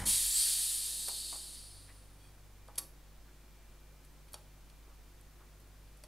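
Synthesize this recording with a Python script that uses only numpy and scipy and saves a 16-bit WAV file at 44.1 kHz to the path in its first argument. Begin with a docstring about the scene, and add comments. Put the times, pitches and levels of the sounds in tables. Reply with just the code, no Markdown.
"""In a small workshop, over mains hum and quiet room noise, an air compressor shakes and clatters for a
last moment, then switches off with a soft clunk. Its relief valve snaps open: the escaping air hisses,
whistles briefly on the edge of the opening and dies away as the pipe empties.
Fingers knock and rub on the bench, and a thin metal sheet clicks and rings as it is set down and moved."""
import sys
import numpy as np
from scipy import signal
from scipy.fft import rfft, irfft
from scipy.io import wavfile

SR = 44100
rng = np.random.default_rng(int(sys.argv[2]) if len(sys.argv) > 2 else 0)


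def unload_audio(sound):
    """Save the sound as a 16-bit wav file, at the path given as the first command line argument."""
    columns = np.transpose(np.atleast_2d(sound))
    # keep every value between -1 and 1, then stretch to whole-number steps
    steps = np.round(np.clip(columns, -1, 1) * 32767)
    wavfile.write(sys.argv[1], SR, steps.astype(np.int16))


N = 267687
TIME, BINS = np.arange(N) / SR, np.fft.rfftfreq(N, 1 / SR)  # each sample's time, each frequency in Hz

# the tones of the mains hum (pitch [Hz], level [dB], unsteadiness [0-1])
HUM_TONES = [(50.1, -57.5, 0.12), (98.4, -68.5, 0.4), (112.4, -76, 0.5), (149, -71, 0.19),
             (231, -84.5, 0.8), (282, -80, 0.84), (355, -81, 0.77), (516, -85, 0.7), (2370, -84, 0.7)]
# how the second hum tone grows and shrinks (time [s], gain [dB])
SECOND_TONE_GAIN = [(1.45, -8), (1.7, 4.5), (2.7, 0), (2.9, -7), (4.2, -9), (4.35, 5), (4.65, -2), (5.3, 1),
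                    (5.75, 1.5), (6, -9)]
# the soft rush of air in the room (frequency [Hz], level [dB])
ROOM_AIR = [(120, -12), (200, -2), (278, -3.5), (327, -3.5), (358, -2), (386, -6.5), (516, -6.5), (743, -8),
            (942, -9), (1750, -12), (2340, -14), (15600, -20.5)]
# the deep rumble under it (frequency [Hz], level [dB])
ROOM_RUMBLE = [(8, -0.5), (18, 9.5), (30, -8.5), (70, -11), (170, -14.5), (260, -44), (600, -69)]
# noise that differs between left and right (frequency [Hz], level [dB])
STEREO_NOISE = [(10, 30.5), (45, 5), (200, 7.5), (600, 3.5), (2000, -1), (6000, 0.5), (15700, -1)]
# the tones of the shaking machine (multiple of shaft speed [times], level [dB])
SHAKE_TONES = [(1, -8), (2, -2.5), (4, -11), (6, -21), (8, -9.5), (10, -12)]
# the clatter from the pump's casing (frequency [Hz], level [dB])
CASING_NOISE = [(15, -27), (35, -10), (60, 5.5), (130, -4.5), (165, -6), (215, -2.5), (290, -8.5),
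                (410, -11), (720, -12), (900, -6.5), (1500, -15.5), (1950, -10.5), (2500, -19), (3300, -47),
                (5500, -86)]
# the air noise of the running pump (frequency [Hz], level [dB])
PUMP_AIR = [(1470, -18), (2500, -12), (2740, -30), (3020, 1), (3270, -11), (3610, -8), (6060, -11),
            (9420, -3), (15000, -24)]
# the valve's hiss at high pressure (frequency [Hz], level [dB])
STRONG_HISS = [(410, -60), (700, -27), (908, -28), (1180, -25.5), (1780, -18.5), (1930, -18), (2770, -14.5),
               (3120, -10.5), (4490, -4), (4980, -9), (6290, -8.5), (9050, 2), (10200, 0.5), (12500, -8.5),
               (15600, -22.5)]
# the valve's hiss at low pressure (frequency [Hz], level [dB])
WEAK_HISS = [(1060, -29), (1800, -23), (2240, -25.5), (3120, -10), (3360, -17), (3510, -6), (4210, -2),
             (4740, -2.5), (5520, -14), (6920, -7), (7860, -2), (9500, 1), (10800, -6), (13500, -15),
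             (15600, -34)]
# where the valve's opening, its port, rings (pitch [Hz], width [Hz], level [dB])
PORT_PEAKS = [(4200, 2800, 8.5), (9520, 1600, 11.5)]
# breathy notes near the port's lower peak (time [s], length [s], level [dB], pitch [Hz])
BREATHY_NOTES = [(0.403, 0.15, -36.5, 4600), (0.643, 0.14, -49, 4280), (1.166, 0.36, -48, 4300),
                 (1.547, 0.59, -60, 4400)]
# dull knocks on the bench (time [s], level [dB], contact time [s], favoured pitch [Hz])
BENCH_KNOCKS = [(1.081, -51.5, 0.015, 950), (1.325, -51, 0.012, 1000), (1.358, -61, .006, 646),
                (2.6846, -55.5, .011, 940), (2.782, -50, 0.011, 1120), (4.339, -53, 0.012, 610),
                (6.037, -56, 0.0051, 610)]
# the thud of the bench top (frequency [Hz], level [dB])
BENCH_THUD = [(150, -20), (380, -1), (600, 6), (850, 4), (1200, 2.5), (1600, -4), (2400, -11), (4000, -22),
              (8000, -60)]
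# the ringing tones of the bench top (pitch [Hz], level [dB], time to fade by 60 dB [s])
BENCH_TONES = [(602, 0.5, 0.1), (830, 3, 0.21), (947, 1, 0.12), (1140, -2.5, 0.16)]
# clicks of the metal sheet (time [s], level [dB], contact time [s], brightness [dB per octave])
SHEET_CLICKS = [(1.083, -34, 0.0066, -1.5), (2.68, -55.5, 0.0016, -6), (2.7564, -47, 0.0021, -2),
                (2.778, -39.5, 0.0042, -3), (2.7818, -26.5, 0.0043, 2), (2.788, -30.5, 0.0017, 0),
                (4.048, -55, .0017, 3), (4.322, -58, .002, 7), (4.3325, -41.5, 0.0014, 4),
                (4.342, -35.5, .0018, -2.5), (4.698, -59.5, 0.0032, -8), (5.211, -57, .0015, 2),
                (5.602, -61, 0.0026, 4), (5.875, -69, .0035, -9), (5.9717, -56, .001, 4),
                (6.037, -44.5, 0.0018, -2.5)]
# the gritty noise in a click (frequency [Hz], level [dB])
CLICK_GRIT = [(200, -30), (500, -13), (2500, -14.5), (4300, -3.5), (6600, -9.5), (8500, 0), (11500, 0),
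              (14000, -16), (15700, -20)]
# the ringing tones of the sheet (pitch [Hz], level [dB], time to fade by 60 dB [s])
SHEET_TONES = [(2480, -24.5, .03), (3310, -18.5, 0.032), (4556, -14, 0.04), (5610, -22.5, 0.055),
               (8280, -7.5, 0.022), (9300, -12, .025), (10080, -8, 0.032), (11400, -19, 0.022),
               (12400, -22, 0.022)]
# soft rubs of fingers and parts (time [s], level [dB], length [s], middle frequency [Hz])
FINGER_RUBS = [(1.898, -60, 0.032, 1860), (3.288, -69.5, 0.057, 1590), (4.893, -68, .083, 1005),
               (5.415, -62.5, .042, 1090)]
# moments when the sheet slides (time [s], level [dB], length [s])
SHEET_SLIDES = [(2.253, -66, 0.085), (4.288, -61.5, .009)]
# how long the room echoes (frequency [Hz], time to fade by 60 dB [s])
ECHO_TIMES = [(200, 0.55), (1000, 0.23), (5000, 0.3), (10000, 0.24), (15000, 0.42)]

VALVE_OPENS_S, SWITCH_S = 0.053, 0.07
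TILT_PIVOT_HZ = 8000  # stays equally loud when the sheet's sound is made brighter or duller


def amp(db):
    """Turns decibels into a number to multiply by."""
    return 10 ** (np.asarray(db) / 20)


def unit(x):
    """Scales a signal to an average (rms) strength of 1."""
    return x / np.sqrt(np.mean(x ** 2) + 1e-20)


def read(points, hz):
    """Reads between the rows of a frequency table, spacing octaves evenly."""
    f, value = np.transpose(points)
    return np.interp(np.log(hz + 1), np.log(f + 1), value)


def noise(gain):
    """Noise of strength 1, shaped by a gain for each frequency."""
    return unit(irfft(rfft(rng.standard_normal(N)) * gain, N))


def table_noise(points):
    """Noise of strength 1, shaped by a table of levels."""
    return noise(amp(read(points, BINS)))


def bell(x, centre, width):
    """A smooth peak of height 1."""
    return 1 / (1 + (2 * (x - centre) / width) ** 2)


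def swell(s, length):
    """A smooth rise to 1 and back around one moment."""
    return np.exp(-(2 * (TIME - s) / length) ** 2)


def drift(rate_hz):
    """A slow random wobble of strength 1."""
    return noise(bell(BINS, 0, 2 * rate_hz) ** 2)


def resonate(x, hz, width):
    """Keeps the sound near one pitch, which may move."""
    turn = np.exp(2j * np.pi * np.cumsum(hz * np.ones(len(x))) / SR)
    decay = np.exp(-np.pi * width / SR)
    return 2 * (turn * signal.lfilter([1 - decay], [1, -decay], x / turn + 1e-18)).real


def breathy(hz, width):
    """Noise narrowed twice around a pitch, so it sounds like a blown note."""
    return unit(resonate(resonate(rng.standard_normal(N), hz, width), hz, width))


def contact(s, length, rise_s=0.00026):
    """The push of one hit: it rises fast, then fades."""
    age = np.maximum(TIME - s, 0)
    return (1 - np.exp(-age / rise_s)) * np.exp(-age / length)


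def ring(tones, age):
    """The fading tones of a struck object, one row each."""
    return np.array([amp(db - 60 * age / fade_s) * np.sin(2 * np.pi * (hz * age + rng.random()))
                     for hz, db, fade_s in tones])


def mains_hum():
    """The power supply hums in several tones, some steady and some wavering."""
    tones = []
    for hz, db, unsteady in HUM_TONES:
        steady = np.sqrt(1 - unsteady ** 2)
        waver = unsteady * (drift(2.5) + 1j * drift(6.9)) / np.sqrt(2)  # in both level and pitch
        wave = np.exp(2j * np.pi * (hz * TIME + rng.random()))
        tones.append(amp(db) * np.sqrt(2) * ((steady + waver) * wave).real)
    tones[1] *= amp(np.interp(TIME, *np.transpose(SECOND_TONE_GAIN)))
    return sum(tones)


def room_noise(air_db=-64.5, rumble_db=-64, side_db=-70, side_top_hz=15740):
    """Room air over a low rumble, a little different on the left and right."""
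    middle = amp(air_db) * table_noise(ROOM_AIR) + amp(rumble_db) * table_noise(ROOM_RUMBLE)
    side = amp(side_db) * noise(amp(read(STEREO_NOISE, BINS)) * (BINS < side_top_hz))
    return np.array([middle + side, middle - side])


def compressor(shaft_hz=24, power_off_s=0.027, shake_db=-46.5, clatter_db=-43.5, air_db=-46):
    """The shaft shakes the machine and the piston clatters twice a turn; both die as the power is cut."""
    lost_hz = np.minimum(32 * TIME ** 2, shaft_hz)  # the shaft loses speed ever faster
    turns = np.cumsum(shaft_hz - lost_hz) / SR
    shake = np.zeros(N)
    for multiple, db in SHAKE_TONES:
        dulling_db = 7 * lost_hz * np.log(max(multiple / 2, 1))  # high tones fade first
        wave = np.sqrt(2) * np.cos(2 * np.pi * (multiple * turns + rng.random()))
        shake += amp(db - dulling_db) * wave
    shake *= amp(shake_db - 2.5 * lost_hz)
    strokes = 1 + 0.26 * np.cos(2 * np.pi * 2 * turns)
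    fade_db = 133 * np.maximum(TIME - power_off_s, 0)
    clatter = amp(clatter_db - fade_db) * table_noise(CASING_NOISE)
    air = amp(air_db) * table_noise(PUMP_AIR) * np.exp(-(TIME / SWITCH_S) ** 2)
    return shake + (clatter + air) * strokes


def valve_hiss(start_db=-27, drain_db_per_s=12.5, empty_s=1.416, empty_db_per_s=27):
    """Rushing air makes a broad hiss that narrows to the port's ringing as the pipe empties."""
    age = np.maximum(TIME - VALVE_OPENS_S, 0)
    # the level falls steadily, then eases into a faster fall once the pipe is nearly empty
    time_empty = 0.076 * np.logaddexp(0, (TIME - empty_s) / 0.076)
    pipe_db = start_db - drain_db_per_s * age - empty_db_per_s * time_empty
    strong_share = np.interp(pipe_db, [-42, -31], [0, 1])
    ring_share = np.interp(pipe_db, [-52, -42], [0.71, 0])
    port_shape = sum(amp(db) * bell(BINS, hz, width) for hz, width, db in PORT_PEAKS)
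    weak = np.sqrt(1 - ring_share) * table_noise(WEAK_HISS)
    weak += np.sqrt(ring_share) * noise(port_shape * bell(BINS, 11600, 14700))
    hiss = np.sqrt(strong_share) * table_noise(STRONG_HISS) + np.sqrt(1 - strong_share) * weak
    snap_open = 1 - np.exp(-age / 0.0075)
    dip_db = -2.5 * swell(s=0.28, length=0.19)  # just before the whistle
    surge_db = 2 * swell(s=0.53, length=0.3)  # as the whistle lets go
    flutter_db = 0.5 * drift(rate_hz=27)
    return hiss * snap_open * amp(pipe_db + dip_db + surge_db + flutter_db)


def switch_clunk(db=-47):
    """The pressure switch drops out with a soft, low clunk."""
    return amp(db) * noise(bell(BINS, 230, 150) ** 2) * contact(SWITCH_S, length=0.02)


def first_blast(db=-32):
    """The first burst of air makes the port ring at its upper peak."""
    return amp(db) * breathy(hz=9450, width=2400) * swell(s=0.097, length=0.061) * (TIME > VALVE_OPENS_S)


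def edge_whistle(peak_s=0.367, db=-28.5, middle_hz=8130, glide_hz=1220, glide_s=0.11):
    """Air whistles once on the edge of the port, sliding up in pitch."""
    hz = middle_hz + glide_hz * np.tanh((TIME - peak_s) / glide_s)
    loudness = bell(TIME, peak_s, width=0.075) * (TIME > VALVE_OPENS_S)
    return amp(db) * breathy(hz, width=600) * loudness


def port_notes():
    """The air blows a few breathy notes on the port, like blowing across a bottle."""
    return sum(amp(db) * breathy(hz, width=1000) * swell(s, length) for s, length, db, hz in BREATHY_NOTES)


def bench_knocks(thud_boost_db=5, spot_width_hz=260, rise_s=0.001):
    """Fingers thud on the bench top; each spot they hit rings some of its tones more than others."""
    thud = table_noise(BENCH_THUD)
    age = np.arange(SR // 4) / SR
    out = np.zeros(N)
    for s, db, length, hz in BENCH_KNOCKS:
        out += amp(db + thud_boost_db) * thud * contact(s, length)
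        weights = bell(np.array(BENCH_TONES)[:, 0], hz, spot_width_hz)
        ringing = (weights @ ring(BENCH_TONES, age)) * (1 - np.exp(-age / rise_s))
        slot = out[round(s * SR):][:len(age)]
        slot += amp(db) * ringing[:len(slot)]
    return out


def sheet_clicks(rise_s=0.00052, size=4096):
    """Each click is a short, gritty touch that sets the metal sheet ringing."""
    hz, age = np.fft.rfftfreq(size, 1 / SR), np.arange(size) / SR
    out = np.zeros(N)
    for s, db, length, brightness in SHEET_CLICKS:
        grit = unit(irfft(rfft(rng.standard_normal(size)) * amp(read(CLICK_GRIT, hz))))
        strike = grit * np.exp(-age / length) + ring(SHEET_TONES, age).sum(0)
        strike *= 1 - np.exp(-age / rise_s)
        tilt_db = brightness * np.log2(np.maximum(hz, SHEET_TONES[0][0]) / TILT_PIVOT_HZ)
        click = irfft(rfft(strike) * amp(tilt_db))
        slot = out[round(s * SR):][:size]
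        slot += amp(db) * np.sqrt(2) * click[:len(slot)]
    return out


def finger_rubs():
    """Fingers and parts rub, making short, soft swells of noise."""
    return sum(amp(db) * noise(bell(BINS, hz, width=0.86 * hz)) * swell(s, length)
               for s, db, length, hz in FINGER_RUBS)


def sheet_slides(width_hz=160, tilt_db_per_octave=-8):
    """Light rubbing keeps the sliding sheet ringing faintly, favouring its lower tones."""
    peaks = sum(amp(db + tilt_db_per_octave * np.log2(hz / TILT_PIVOT_HZ)) * bell(BINS, hz, width_hz)
                for hz, db, _ in SHEET_TONES)
    return noise(peaks) * sum(amp(db) * swell(s, length) for s, db, length in SHEET_SLIDES)


def room(x, echo_db, near_db, near_fade_s=0.046):
    """Sound arrives directly, then bounces off the nearby bench, then echoes briefly round the room."""
    size = SR // 2
    age = np.arange(size) / SR
    early, late = rng.standard_normal((2, size))
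    near = early * amp(-60 * age / near_fade_s) * (age > 0.001)
    hz, t, bands = signal.stft(late * (age > 0.008), SR, nperseg=256)
    bands *= amp(-60 * t / read(ECHO_TIMES, hz)[:, None])  # each frequency fades at its own speed
    echo = signal.istft(bands, SR, nperseg=256)[1][:size]
    response = amp(echo_db) * echo / np.linalg.norm(echo) + amp(near_db) * near / np.linalg.norm(near)
    response[0] += 1  # the direct sound
    return signal.fftconvolve(x, response / np.linalg.norm(response))[:N]


def scene():
    """The compressor across the room and the hands close by, heard from one spot."""
    air = room(valve_hiss() + edge_whistle() + first_blast() + port_notes(), echo_db=-1, near_db=-6.5)
    machine = room(compressor() + switch_clunk(), echo_db=-16, near_db=-15.5)
    sheet = room(sheet_clicks() + sheet_slides(), echo_db=-10.5, near_db=-9.5)
    bench = room(bench_knocks() + finger_rubs(), echo_db=-4.5, near_db=-16)
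    return air + machine + sheet + bench + mains_hum() + room_noise()


def record(dry):
    """Cuts away the very highest treble, above 15740 Hz."""
    low_pass = signal.firwin(511, 15740, window=("kaiser", 9), fs=SR)
    return signal.oaconvolve(dry, low_pass[None], "same")


dry = scene()
out = record(dry)
unload_audio(out)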